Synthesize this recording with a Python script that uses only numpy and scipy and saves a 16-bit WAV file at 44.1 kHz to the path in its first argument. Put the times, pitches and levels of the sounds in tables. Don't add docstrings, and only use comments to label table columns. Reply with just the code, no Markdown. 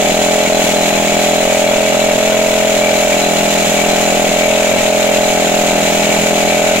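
import sys
import numpy as np
from scipy import signal
from scipy.fft import rfft, irfft
from scipy.io import wavfile
from scipy.ndimage import uniform_filter1d, minimum_filter1d

SR = 44100
rng = np.random.default_rng(int(sys.argv[2]) if len(sys.argv) > 2 else 0)


def pcm_store(signal):
    levels = np.round(np.clip(np.atleast_2d(signal), -1, 1) * 32767)
    wavfile.write(sys.argv[1], SR, levels.astype(np.int16).T)


N = 299880
TIME = np.arange(N) / SR
HZ = np.fft.rfftfreq(N, 1 / SR)
LEAD = SR // 4


def amp(db):
    return 10 ** (np.asarray(db) / 20)


def unit(x):
    return x / np.sqrt(np.mean(x ** 2) + 1e-20)


def curve(rows, at=TIME, column=1):
    columns = np.transpose(rows)
    return np.interp(at, columns[0], columns[column])


def spectrum(rows):
    hz, *columns = np.transpose(rows)
    return np.array([np.interp(np.log(HZ + 1), np.log(hz + 1), c) for c in columns])


def noise(eq, likeness, lag_ms=0):
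    right, separate = rfft(rng.standard_normal((2, N)))
    shared = likeness * right * np.exp(-2j * np.pi * HZ * lag_ms / 1000)
    left = shared + np.sqrt(1 - likeness ** 2) * separate
    return unit(irfft(np.array([left, right]) * amp(spectrum(eq)), N))


def wander(rate_hz):
    return unit(irfft(rfft(rng.standard_normal(N)) * np.exp(-(HZ / rate_hz) ** 2), N))


def ring(modes, size=8000):
    t = np.arange(size) / SR
    return sum(amp(db - 60 * t / t60) * np.sin(2 * np.pi * hz * t) for hz, db, t60 in modes)


def blows(times, jitter_ms, spread_db):
    late, force = rng.standard_normal((len(times), 2)).T
    at = np.round((times + late * jitter_ms / 1000) * SR).astype(int) + LEAD
    return np.bincount(np.clip(at, 0, N + LEAD), amp(spread_db * force), N + LEAD + 1)[:-1]


def bursts(train, decay_ms):
    return unit(signal.lfilter([1], [1, -np.exp(-1000 / (decay_ms * SR))], train)[LEAD:])


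# time_s, strokes_per_s
STROKE_RATE = [(0.0, 42.0), (0.4, 42.25), (1.0, 41.68), (1.2, 42.05), (1.8, 42.56), (2.0, 42.37),
               (2.4, 42.95), (3.4, 41.67), (4.2, 41.97), (4.6, 42.6), (4.8, 42.27), (5.0, 42.49),
               (5.4, 41.91), (5.6, 42.0), (5.8, 41.77), (6.2, 41.67), (6.8, 42.46)]
# start_s, shift_cycles
PISTON_STUMBLES = [(0.11, -0.008), (1.722, 0.005), (1.933, 0.058), (2.144, 0.029), (3.059, 0.025),
                   (3.66, -0.022), (4.702, 0.075), (4.771, 0.063), (5.815, -0.008), (6.2, -0.015)]
def piston(return_ms=9.67, haste_ms_per_hz=0.7):
    t = np.arange(-LEAD, N) / SR
    cycles = np.cumsum(curve(STROKE_RATE, t)) / SR
    slip = sum(shift * np.clip((t - start) * 100, 0, 1) for start, shift in PISTON_STUMBLES)
    cycles = cycles - cycles[LEAD] + slip
    times = t[1:][np.diff(np.floor(cycles)) > 0]
    rate, shaky = curve(STROKE_RATE, times), stumbling(times)
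    back_ms = return_ms - haste_ms_per_hz * (rate - rate.mean())
    strokes = blows(times, jitter_ms=0.046 + 0.091 * shaky, spread_db=0.1)
    returns = blows(times + back_ms / 1000, jitter_ms=0.36 + shaky, spread_db=2.0)
    return strokes, returns


def stumbling(t, settle_s=0.055):
    return np.max([np.exp(-((t - start) / settle_s) ** 2) for start, _ in PISTON_STUMBLES], axis=0)


def load(heavy_sag_hz=0.64):
    rate = curve(STROKE_RATE)
    return np.tanh((rate.mean() - rate) / heavy_sag_hz)


# pitch_hz, level_db, t60_s; most rows are resonances of casing and exhaust, while the
# narrow, long-ringing ones near 377, 755 and 828 Hz carry the yard's lingering echo
BARK_MODES = [(144, -36, 0.42), (164.3, -20, 0.13), (207.9, -20, 0.077), (278.4, -14.5, 0.044),
              (377.4, -32.5, 0.6), (419, -15, 0.025), (432.8, -36, 0.17), (557.2, -8, 0.099),
              (592.6, -17.5, 0.15), (635, -21, 0.12), (707.8, -24.5, 0.14), (754.8, -34.5, 0.32),
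              (828.4, -33.5, 0.8), (986, -32.5, 0.11), (1106, -57, 0.37)]
def hammer(strokes, returns, level_db=-0.1, load_db=0.05, low_cut_hz=137):
    bark = signal.oaconvolve(dull_duds(strokes) + 0.15 * returns, ring(BARK_MODES))[:N + LEAD]
    bark = signal.sosfilt(signal.butter(2, low_cut_hz, "high", fs=SR, output="sos"), bark)
    stereo = np.array([np.roll(bark, 3), bark])
    return amp(level_db + load_db * load()) * reflect(stereo)[:, LEAD:]


# frequency_hz, relative_db
PUFF_EQ = [(80, -33), (200, 0), (300, -20), (450, 4.5), (650, 3), (850, 12.5), (1100, -25), (2000, 0),
           (5000, -54)]
def exhaust(strokes, returns, level_db=-28.5, sputter_db=3, load_db=4.0):
    puffs = noise(PUFF_EQ, likeness=0.15) * bursts(strokes + 0.49 * returns, decay_ms=14)
    return amp(level_db + sputter_db * stumbling(TIME) + load_db * load()) * puffs


# pitch_hz, relative_db, t60_s
STEEL_MODES = [(1337, -34.5, 0.6), (1492, -18, 0.12), (2310, -0.5, 0.024), (2520, -13, 0.085),
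               (2710, 1.5, 0.02), (3000, -12.5, 0.056), (3330, -13.5, 0.061), (3354, -8, 0.065),
               (3837, -8, 0.054), (4016, 0, 0.082)]
# pitch_hz, drive_db, full_load_db, sink_db_per_s
STEEL_DRIVE = [(2330, -26.5, -0.5, 0.5), (2730, -29, -1.5, 0.06), (3300, -28, -0.5, -1.96),
               (3800, -39.5, -5, 1.5), (4030, -37.5, 5, -0.6)]
def steel(strokes, returns, level_db=-20.0, right_db=-6.5, turn_db=2.5, turn_hz=16):
    chatter = rng.standard_normal((2, N)) * bursts(strokes + 0.82 * returns, decay_ms=5.2)
    chatter = chatter + 0.057 * chatter[::-1]
    rod, effort = np.zeros((2, N)), load()
    for mode in STEEL_MODES:
        pitch_hz = mode[0]
        drive_db, load_db, sink_db_per_s = (curve(STEEL_DRIVE, pitch_hz, k) for k in (1, 2, 3))
        bite_db = drive_db + load_db * effort + sink_db_per_s * TIME
        accent_db = clanks(pitch_hz) + turn_db * wander(turn_hz)
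        rod += signal.oaconvolve(chatter * amp(bite_db + accent_db), ring([mode])[None], axes=1)[:, :N]
    return amp(level_db) * unit(rod) * amp([[0], [right_db]])


# frequency_hz, left_relative_db, right_relative_db
HISS_EQ = [(150, -66, -74), (1010, -74.5, -60.5), (1700, -56.5, -56), (2390, -49.5, -55),
           (2770, -51.5, -57.5), (3870, -54, -60.5), (4480, -59.5, -66.5), (5800, -62.5, -58.5),
           (6990, -67, -48), (7840, -68.5, -56.5), (10300, -72.5, -67.5), (13000, -65.5, -68),
           (14500, -78, -71), (15700, -95, -66)]
# frequency_hz, likeness
HISS_IMAGE = [(200, 0.8), (800, 0), (1200, 0), (2800, 1), (4500, 0.17), (8000, 0.22), (14000, 0)]
def flushing_air(strokes, returns, level_db=-17.0, pulsed=0.39, load_db=0.96, gust_db=0.94, gust_hz=18):
    throb = unit(1 - pulsed + pulsed * bursts(strokes + 0.3 * returns, decay_ms=14.0))
    hiss = noise(HISS_EQ, likeness=spectrum(HISS_IMAGE)[0], lag_ms=0.076)
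    combed = unit(reflect(hiss, wet=0.26))
    swell_db = load_db * load() + 0.44 * spurts() + gust_db * wander(gust_hz)
    return combed * throb * amp(level_db + swell_db)


def grit(strokes, level_db=-39, chips_per_s=1200, band_hz=(9500, 13800), load_db=2, clump_db=3):
    chips = rng.random(N + LEAD) < chips_per_s / SR
    force_db = 4 * np.minimum(rng.exponential(1, N + LEAD), 4)
    ticks = rng.standard_normal((2, N)) * bursts(chips * amp(force_db), decay_ms=0.31)
    pulse = 0.76 + bursts(strokes, decay_ms=5.1)
    spray = ticks * pulse * amp(load_db * load() + 2.7 * spurts() + clump_db * wander(rate_hz=10))
    sizzle = signal.sosfilt(signal.butter(1, band_hz, "band", fs=SR, output="sos"), spray)
    return amp(level_db) * unit(sizzle)


# frequency_hz, relative_db
DRONE_EQ = [(5, 0), (20, -8), (45, -6), (65, -18), (110, -16), (200, -19), (500, -1), (1200, -17.5),
            (4000, -44)]
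def engine_drone(level_db=-23):
    return amp(level_db) * noise(DRONE_EQ, likeness=0.033)


# delay_ms, left_gain, right_gain
EARLY_ECHOES = [(3.11, .63, .57), (4.48, .75, .51), (9.5, .31, .54), (30.71, .28, .2)]
def reflect(x, wet=1):
    return x + wet * sum(np.array(gains)[:, None] * np.roll(x, round(ms * SR / 1000), axis=1)
                         for ms, *gains in EARLY_ECHOES)


def yard_echo(x, level_db=-19, t60_s=1.0, predelay_s=0.065, size=16000):
    t = np.arange(size) / SR
    tail = rng.standard_normal((2, size)) * (t > predelay_s) * amp(-60 * t / t60_s)
    return amp(level_db) * signal.oaconvolve(x, tail / np.linalg.norm(tail[0]), axes=1)[:, :N]


# middle_s, length_s
DUD_BLOWS = [(.118, .024), (.475, .024), (.64, .024), (.712, .024), (2.16, .024), (3.675, .045),
             (4.29, .024), (4.783, .024), (5.83, .024), (6.04, .024), (6.21, .075), (6.78, .045)]
def dull_duds(strokes, high_cut_hz=510, thud_db=1.5):
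    t = np.arange(-LEAD, N) / SR
    dud = np.any([abs(t - middle) < length / 2 for middle, length in DUD_BLOWS], axis=0)
    thuds = signal.sosfilt(signal.butter(2, high_cut_hz, fs=SR, output="sos"), strokes * dud)
    return strokes * ~dud + amp(thud_db) * thuds


# peak_s, strength (negative for a dip)
DUST_SPURTS = [(.65, 5), (.92, -2), (1.19, 4), (2.97, 6), (3.67, 5), (6.03, 0)]
def spurts(rise_s=0.016, fall_s=0.048):
    return sum(strength * np.exp(np.minimum((TIME - peak) / rise_s, (peak - TIME) / fall_s))
               for peak, strength in DUST_SPURTS)


# peak_s, pitch_hz, boost_db
ROD_CLANKS = [(1.72, 3350, 7), (2.84, 2340, 5), (2.97, 4020, 10), (3.25, 4020, 4), (3.81, 2340, 5),
              (3.9, 4020, 11), (3.93, 2340, 1), (4.39, 2320, 6.5), (4.78, 2340, 3), (5.08, 2340, 5),
              (6.5, 4020, 3)]
def clanks(pitch_hz, width_s=0.036, width_hz=110):
    return sum(db * np.exp(-((TIME - peak) / width_s) ** 2 - ((pitch_hz - hz) / width_hz) ** 2)
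               for peak, hz, db in ROD_CLANKS)


def scene():
    strokes, returns = piston()
    drill = hammer(strokes, returns) + exhaust(strokes, returns) + steel(strokes, returns)
    bed = engine_drone()
    return drill + yard_echo(drill) + flushing_air(strokes, returns) + grit(strokes) + bed


def record(dry, ceiling=0.8, high_cut_hz=15800):
    wanted = ceiling / np.maximum(abs(dry), ceiling)
    gain = uniform_filter1d(minimum_filter1d(wanted, size=130, axis=1), size=130, axis=1)
    high_cut = signal.firwin(1023, high_cut_hz, window=("kaiser", 9), fs=SR)
    return signal.oaconvolve(dry * gain, high_cut[None], "same")


dry = scene()
out = record(dry)
pcm_store(out)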